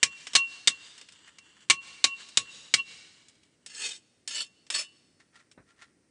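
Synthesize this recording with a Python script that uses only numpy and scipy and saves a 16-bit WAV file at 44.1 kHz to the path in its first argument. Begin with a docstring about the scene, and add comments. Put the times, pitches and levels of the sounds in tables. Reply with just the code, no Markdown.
"""Three ringing blows of a steel trowel, then a light tap and four more: a mason beds a stone in mortar.
Outdoors on a scaffold, microphone close to the work. The blade chatters and rings, the stone thuds,
the roof throws the sound back at once and the trees a moment later; crumbs tick down.
Then the blade scrapes three times along the stone, and soft scuffs and a step on the plank follow."""
import sys
import numpy as np
from scipy import signal
from scipy.fft import rfft, irfft
from scipy.io import wavfile
from scipy.ndimage import uniform_filter1d

SR = 44100
rng = np.random.default_rng(int(sys.argv[2]) if len(sys.argv) > 2 else 0)


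def output_pcm(signal):
    """Save a mono or channel-first signal as 16-bit PCM at the path in sys.argv[1].

    Samples are clipped to [-1, 1] before scaling.
    """
    pcm = np.clip(np.atleast_2d(signal).T, -1, 1) * 32767
    wavfile.write(sys.argv[1], SR, np.round(pcm).astype(np.int16))


N = 269137
T = np.arange(N) / SR

# Trowel blows. Each row: start in seconds, strength in dB, chatter length in seconds,
# favoured resonance in Hz, low and high ring drive in dB, knock of the stone in Hz.
BLOWS = [(0.0296, -5.5, 0.006, 2300, -0.5, 0.5, 250), (0.3519, -5.5, 0.012, 4230, 6.5, 15, 280),
         (0.6737, -7, 0.0077, 3650, -10.5, -3, 245), (1.385, -49, .003, 2726, 6.5, 21.5, 252),
         (1.6991, -3.5, .0105, 2300, 8.5, 4.5, 335), (2.0414, -6.5, 0.0055, 3980, 2.5, 3, 260),
         (2.3723, -4, 0.0026, 3680, -6, -8, 135), (2.7392, -4, 0.0041, 2230, -5.5, 0, 130)]
# Scraping strokes. 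Each row: landing and length in seconds, then in dB the level, the landing click,
# that click's treble, the drive of the after-ring and the growl of the stone.
STROKES = [(3.6618, 0.29, -31.5, -30.5, 4.5, -17, -41.5), (4.276, .151, -31, -24.5, 11.5, 7.5, -41),
           (4.702, 0.12, -28.5, -18, -3, 8, -27.5)]
# Colour of grit on stone. Each row: frequency in Hz, spectral level in dB.
GRIT = [(120, -52), (200, -18), (382, -16), (741, -19), (2840, -3.5), (4820, -7), (5320, 2.5), (5780, -7),
        (7920, -3.5), (9670, -11), (10500, -34.5), (13600, -56.5), (22000, -120)]
# Colour of the wash off the leaves, also used for trickling mortar. Each row: frequency in Hz, level in dB.
RUSTLE = [(240, -53.5), (400, -14.5), (1300, -12.5), (2210, -9.5), (2570, -5.5), (2830, 0.5), (3240, -8),
          (8100, -10), (9940, -35.5), (10500, -49.5), (13600, -80), (22000, -120)]
USUAL_CHATTER_S, CLICK_T60_S = 0.0073, 0.06


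def from_db(db):
    """Decibels to gain."""
    return 10 ** (np.asarray(db) / 20)


def rms_one(x):
    """Scale to rms 1."""
    return x / np.sqrt(np.mean(x ** 2) + 1e-20)


def convolve(x, response):
    """Pass a sound through an impulse response."""
    return signal.fftconvolve(x, response)[:N]


def response_of(spectrum, size=4096):
    """Minimum-phase impulse response of unit energy, shaped by rows of frequency in Hz and level in dB."""
    hz, db = np.transpose(spectrum)
    grid_hz = np.maximum(np.arange(size // 2 + 1) * SR / size, 1)
    gain = from_db(np.interp(np.log(grid_hz), np.log(hz), db))
    cepstrum = irfft(np.log(gain))
    response = irfft(np.exp(rfft(2 * cepstrum[:size // 2], size)))
    return response / np.linalg.norm(response)


def noise(spectrum):
    """Steady coloured noise of rms 1."""
    return rms_one(convolve(rng.standard_normal(N), response_of(spectrum)))


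def resonate(x, hz, width_hz):
    """One resonance, gain 1 at its peak."""
    r = np.exp(-np.pi * width_hz / SR)
    gain = (1 - r * r) / 2
    return signal.lfilter([gain, 0, -gain], [1, -2 * r * np.cos(2 * np.pi * hz / SR), r * r], x + 1e-18)


def brighten(x, treble_db, corner_hz=3500):
    """Tilt the treble against everything below the corner."""
    low = signal.lfilter(*signal.butter(1, corner_hz, fs=SR), x)
    return low * from_db(-treble_db / 2) + (x - low) * from_db(treble_db / 2)


def burst(hold_s, t60):
    """A rush of tiny contacts that holds for a moment, then dies; one second long."""
    return rng.standard_normal(SR) * from_db(-60 * np.clip((T[:SR] - hold_s) / t60, 0, 2))


def ring(hz, t60):
    """One decaying mode of height 1; one second long."""
    return np.sin(2 * np.pi * (hz * T[:SR] + rng.random())) * from_db(-60 * T[:SR] / t60)


def wander(per_s):
    """Random unevenness that changes so many times a second; spread about 1."""
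    return np.interp(T * per_s, np.arange(4000), rng.standard_normal(4000))


def grains(per_s, spread_db):
    """Sand grains catch and break at random, a few much harder than the rest."""
    sizes = from_db(spread_db * np.minimum(rng.exponential(1, N), 4))
    signs = rng.choice([-1, 1], N)
    return rms_one(sizes * signs * (rng.random(N) < per_s / SR))


def add(out, start_s, sound):
    """Mix a sound in at a time."""
    start = round(start_s * SR)
    out[start:start + len(sound)] += sound[:N - start]


def outdoor_air(level_db=-69.5):
    """Still air all round the microphone: a faint, steady rush."""
    # Colour of the air. Each row: frequency in Hz, spectral level in dB.
    air_colour = [(15, -48.5), (25, -27), (80, -2), (298, 1.5), (928, -17), (1700, -16), (1930, -13),
                  (3370, -23.5), (5720, -17), (7190, -22), (8160, -17.5), (9490, -18), (10500, -35),
                  (13600, -70.5), (22000, -120)]
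    return from_db(level_db) * noise(air_colour)


def trees(x, trunks_db=-34, leaves_db=-41, first_s=0.1, full_s=0.175, t60=1.2):
    """The wood's edge, some 17 m off, answers late: trunks keep the tones, leaves scatter a smooth wash."""
    # Colour of the echo off the trunks. Each row: frequency in Hz, spectral level in dB.
    trunk_colour = [(200, 6.5), (1200, -1), (2200, -5), (4700, -2), (7000, -6.5), (10000, -3)]
    swell = np.clip((T - first_s) / (full_s - first_s), 0, 1) * from_db(-60 * T / t60)
    trunks = noise(trunk_colour) * swell
    echo = convolve(x, trunks / np.linalg.norm(trunks))
    scattered_power = np.abs(convolve(x * x, swell ** 2 / np.sum(swell ** 2)))
    wash = noise(RUSTLE) * np.sqrt(scattered_power)
    return from_db(trunks_db) * echo + from_db(leaves_db) * wash


def roof(x, level_db=-19, t60=0.08, delay_s=0.0091):
    """Scatter from the roof, beams and chimney close to the microphone."""
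    response = burst(0, t60) * (T[:SR] > delay_s)
    return from_db(level_db) * convolve(x, response / np.linalg.norm(response))


def trickle(level_db=-60, fade_db_per_s=22, crumb_t60=0.0081, clump_db=4.5):
    """Loose mortar rustles down over the stones in small clumps and thins out after the last blow."""
    fall = grains(per_s=4000, spread_db=2.5) * from_db(clump_db * wander(24))
    patter = convolve(fall, burst(0, crumb_t60))
    since_last_blow = np.maximum(T - BLOWS[-1][0], 0)
    envelope = from_db(level_db - fade_db_per_s * since_last_blow)
    return envelope * rms_one(convolve(patter, response_of(RUSTLE)))


def falling_crumbs(per_s=5, level_db=-62, spread_db=3, treble_db=-5, linger_s=0.85):
    """Bigger crumbs tick down at random during the blows and for a while after."""
    falls = (rng.random(N) < per_s / SR) & (T < BLOWS[-1][0] + linger_s)
    sizes = from_db(level_db + spread_db * rng.standard_normal(N))
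    clicks = convolve(falls * sizes, brighten(burst(0, CLICK_T60_S), treble_db))
    return convolve(clicks, response_of(GRIT))


def step(start_s=5.576, level_db=-48.5, t60=0.14):
    """A boot comes down on the scaffold plank."""
    # Colour of the plank. Each row: frequency in Hz, spectral level in dB.
    plank_colour = [(26, -40), (45, -3), (283, 0.5), (858, -11), (1620, -6.5), (1920, -14), (2550, -19),
                    (2850, -35), (4000, -25), (5200, -63), (8800, -120)]
    boot = np.zeros(N)
    add(boot, start_s, from_db(level_db) * burst(0, t60))
    plank = convolve(boot, response_of(plank_colour))
    return signal.sosfilt(signal.butter(2, 55, "high", fs=SR, output="sos"), plank)


def scuffs(rub_db=-1.5, stone_db=-3, release_s=0.009, rustle_db=-16, rustle_s=0.055):
    """The stone is nudged in its mortar: each gritty rub builds up, lets go and leaves sand shifting."""
    # Nudges. 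Each row: time of the peak in seconds, rise time in seconds, level in dB.
    nudges = [(1.278, .003, -52.5), (1.567, 0.0046, -63), (5.203, 0.0032, -58.5), (5.363, 0.0126, -56),
              (5.401, .007, -61.5), (5.708, 0.02, -63), (5.828, 0.019, -51.5)]
    # Colour of rubbed mortar. Each row: frequency in Hz, spectral level in dB.
    mortar_colour = [(350, -45.5), (600, -21.5), (1370, -13.5), (1540, -10.5), (1750, -10), (2740, -15),
                     (8090, -20.5), (10000, -26), (13000, -43.5), (22000, -120)]
    # Resonances of the stone. Each row: frequency in Hz, width in Hz, relative level in dB.
    stone_modes = [(1390, 33, 4), (1850, 140, -0.5)]
    pressure = np.zeros(N)
    for peak_s, rise_s, db in nudges:
        before, after = np.maximum(peak_s - T, 0), np.maximum(T - peak_s, 0)
        release = np.exp(-after / release_s) + from_db(rustle_db) * np.exp(-after / rustle_s)
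        pressure += from_db(db) * np.exp(-before / rise_s) * release
    sand = pressure * grains(per_s=1500, spread_db=2.0)
    rub = convolve(sand, response_of(mortar_colour))
    stone = sum(from_db(db) * resonate(sand, hz, width) for hz, width, db in stone_modes)
    return from_db(rub_db) * rub + from_db(stone_db) * np.std(sand) * rms_one(stone)


def ticks(level_db=-8, ping_db=-28, ping_hz=2736, ping_t60=0.35):
    """Light contacts and the landing of each stroke give a gritty click with a faint ping of the blade."""
    # Blade touching stone. Each row: start in seconds, relative level in dB, treble tilt in dB.
    touches = [(0.269, -30, -19.5), (0.334, -25, -12), (0.979, -36.5, -8), (1.013, -38.5, -13),
               (1.087, -42, -16), (1.122, -41, 0.5), (2.288, -36.5, 0), (3.284, -46.5, 10),
               (4.666, -45.5, -6), (5.514, -43.5, -6)]
    landings = [(start_s, db, treble_db) for start_s, _, _, db, treble_db, *_ in STROKES]
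    out = np.zeros(N)
    for start_s, db, treble_db in touches + landings:
        click = brighten(burst(0, CLICK_T60_S), treble_db)
        ping = from_db(ping_db) * ring(ping_hz, ping_t60)
        add(out, start_s, from_db(db + level_db) * (click + ping))
    return convolve(out, response_of(GRIT))


def pressure_db(t, length_s, peak_share=0.65, press_db_per_s=128.5, ease_db_per_s=119, lift_db_per_s=489):
    """Hand pressure through one stroke, 0 dB at its height: lean in, ease off, lift the blade."""
    peak_s = peak_share * length_s
    leaning = press_db_per_s * np.maximum(peak_s - t, 0)
    easing = ease_db_per_s * np.maximum(np.minimum(t, length_s) - peak_s, 0)
    lifting = lift_db_per_s * np.maximum(t - length_s, 0)
    return -(leaning + easing + lifting)


def scrapes(hiss_db=-4.5, body_db=-3, ring_db=-13, catch_db=3, shift_db=5.0, edge_t60=0.048, lift_s=0.08):
    """The blade drags over sand; the grains sound its resonances and leave it ringing."""
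    # Blade pressed on stone. Each row: resonance in Hz, width in Hz, relative level in dB.
    pressed_modes = [(1437, 32, -14), (1754, 75, -2), (2518, 88, 3), (2745, 44, 2), (2960, 41, 1.5),
                     (3654, 76, 7.5), (4150, 58, -2), (4427, 140, 6), (5290, 39, 7.5), (5420, 47, 2.5),
                     (6170, 130, -5), (6550, 196, 1.5), (7650, 190, -3), (7930, 80, 6.5), (9470, 67, -1.5)]
    # Modes left ringing. Each row: frequency in Hz, width in Hz, relative level in dB.
    free_modes = [(1126.5, 6.5, -19), (1757, 10, -15), (2736, 6.7, -5), (2942, 7, 0)]
    # Growl of the scraped stone. Each row: frequency in Hz, spectral level in dB.
    growl_colour = [(150, -3), (300, -16), (420, -10), (620, 22), (800, -24), (1400, -6), (2000, -29)]
    sand = rms_one(grains(per_s=3500, spread_db=1.5) * from_db(catch_db * wander(160)))
    # the line of contact moves along the edge, so resonances come and go
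    weights = [from_db(db + shift_db * wander(25)) for _, _, db in pressed_modes]
    hiss, growl = convolve(sand, response_of(GRIT)), convolve(sand, response_of(growl_colour))
    rub, drive = np.zeros((2, N))
    for start_s, length_s, level_db, _, _, drive_db, growl_db in STROKES:
        span = (T >= start_s) & (T <= start_s + length_s + lift_s)
        body = sum((-1) ** k * weights[k][span] * resonate(sand[span], hz, width)
                   for k, (hz, width, _) in enumerate(pressed_modes))
        # the edge lies differently in each stroke, which gives a new thicket of small resonances
        edge = rms_one(convolve(hiss * span, burst(0, edge_t60))[span])
        rasp = brighten(from_db(hiss_db) * edge + from_db(body_db) * rms_one(body), treble_db=0.5)
        pressure = from_db(level_db + pressure_db(T[span] - start_s, length_s))
        rub[span] = pressure * (rasp + from_db(growl_db) * growl[span])
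        drive[span] = from_db(drive_db) * rub[span]
    after_ring = sum(from_db(db) * rms_one(resonate(drive, hz, width)) for hz, width, db in free_modes)
    return rub + from_db(ring_db) * np.std(rub) * rms_one(after_ring)


def thuds(level_db=-10, shudder_db=-32, shudder_t60=0.23, knock_db=-21.0, knock_t60=0.09):
    """Each blow pushes the stone into the mortar; it knocks on its bed and the masonry shudders briefly."""
    # Colour of the stone in its bed. Each row: frequency in Hz, spectral level in dB.
    bed_colour = [(25, -26), (55, -3), (130, 0), (260, -1), (500, -4.5), (1000, -26)]
    out, bed = np.zeros(N), response_of(bed_colour)
    for start_s, strength_db, chatter_s, *_, knock_hz in BLOWS:
        push = from_db(shudder_db) * burst(0, shudder_t60)
        push[0] += 1   # the impact itself
        push *= from_db(-np.log2(chatter_s / USUAL_CHATTER_S))   # 1 dB less per doubling of the chatter
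        knock = from_db(knock_db - 60 * T[:SR] / knock_t60) * np.sin(2 * np.pi * knock_hz * T[:SR])
        add(out, start_s, from_db(strength_db + level_db) * (convolve(push, bed)[:SR] + knock))
    return out


def blows(chatter_t60=0.031, favoured_db=-11, spread_db=5.0, swing_db=4.5, swing_onset_s=0.028):
    """Close to the microphone, the blade chatters on the stone for some milliseconds, then rings freely."""
    # Colour of steel on stone. Each row: frequency in Hz, spectral level in dB.
    clink_colour = [(88, -49.5), (150, -20), (826, -17), (1120, -15), (1460, -9), (2240, -1.5),
                    (2580, -6.5), (2870, 1), (3370, -4), (3680, -0.5), (5440, -1.5), (5840, -4),
                    (7360, -2.5), (9270, -9.5), (10500, -31.5), (13600, -57), (22000, -120)]
    # Modes of the free blade. Each row: frequency in Hz, relative level in dB, seconds to fall 60 dB.
    blade_modes = [(1107, -22.5, 0.15), (1740, -40, .13), (2280, -23.5, .07), (2738, -30, 0.51),
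                   (2945, -42, .3), (3294, -34.5, 0.11), (4000, -30, .05), (4245, -37.5, 0.2),
                   (4460, -30, 0.083), (5300, -23, .05), (6400, -36.5, .1), (6760, -32, 0.04),
                   (6850, -23.5, 0.033), (8530, -34, .05), (8450, -44, .08)]
    out, clink = np.zeros(N), response_of(clink_colour)
    tail_s = chatter_t60 / np.log(1e6)   # time constant of the chatter's dying energy
    for start_s, strength_db, chatter_s, favoured_hz, low_db, high_db, _ in BLOWS:
        # a longer chatter spreads the same blow thinner
        level_db = strength_db - 10 * np.log10((chatter_s + tail_s) / (USUAL_CHATTER_S + tail_s))
        crack = brighten(convolve(burst(chatter_s, chatter_t60), clink)[:SR], treble_db=-1.0)
        # the spot that lands favours one short resonance
        favoured = resonate(crack, favoured_hz, width_hz=130)
        favoured *= np.linalg.norm(crack) / np.linalg.norm(favoured)
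        add(out, start_s, from_db(level_db) * (crack + from_db(favoured_db) * favoured))
        # the blade swings back, turning its loud side to and fro
        swing = from_db(swing_db * wander(32)[:SR] * np.minimum(T[:SR] / swing_onset_s, 1))
        for hz, mode_db, t60 in blade_modes:
            # the spot also sets the drive of two long bending modes; the rest partly follow the high one
            if hz < 1400:
                drive_db = low_db
            elif 2500 < hz < 2850:
                drive_db = high_db
            else:
                drive_db = 0.5 * high_db + rng.normal(0, spread_db)
            add(out, start_s, from_db(level_db + mode_db + drive_db) * swing * ring(hz, t60))
    return out


def scene():
    """The work, its echoes and the still air, at one microphone on the scaffold."""
    work = blows() + thuds() + ticks() + falling_crumbs() + trickle() + scrapes() + scuffs() + step()
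    return (work + roof(work) + trees(work) + outdoor_air())[None]


def limiter(x, threshold_db=-12, slope=0.95, release_db_per_s=230, window=176):
    """Loud blows push the gain down at once; it climbs back while the blade still rings."""
    level_db = 10 * np.log10(np.abs(uniform_filter1d(x * x, window)) + 1e-12)
    over_db = slope * np.maximum(level_db - threshold_db, 0)
    release_db = release_db_per_s * T
    held_db = np.maximum.accumulate(over_db + release_db, axis=-1) - release_db
    return x * from_db(-uniform_filter1d(held_db, window // 2))


def record(dry, ceiling=0.6, low_cut_hz=36, high_cut_hz=10200):
    """Behind the microphone the level is limited, the peaks are rounded, rumble and top are cut."""
    rounded = ceiling * np.tanh(limiter(dry) / ceiling)
    rumble_free = signal.sosfilt(signal.butter(2, low_cut_hz, "high", fs=SR, output="sos"), rounded)
    return signal.sosfilt(signal.ellip(8, 0.2, 55, high_cut_hz, fs=SR, output="sos"), rumble_free)


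dry = scene()
out = record(dry)
output_pcm(out)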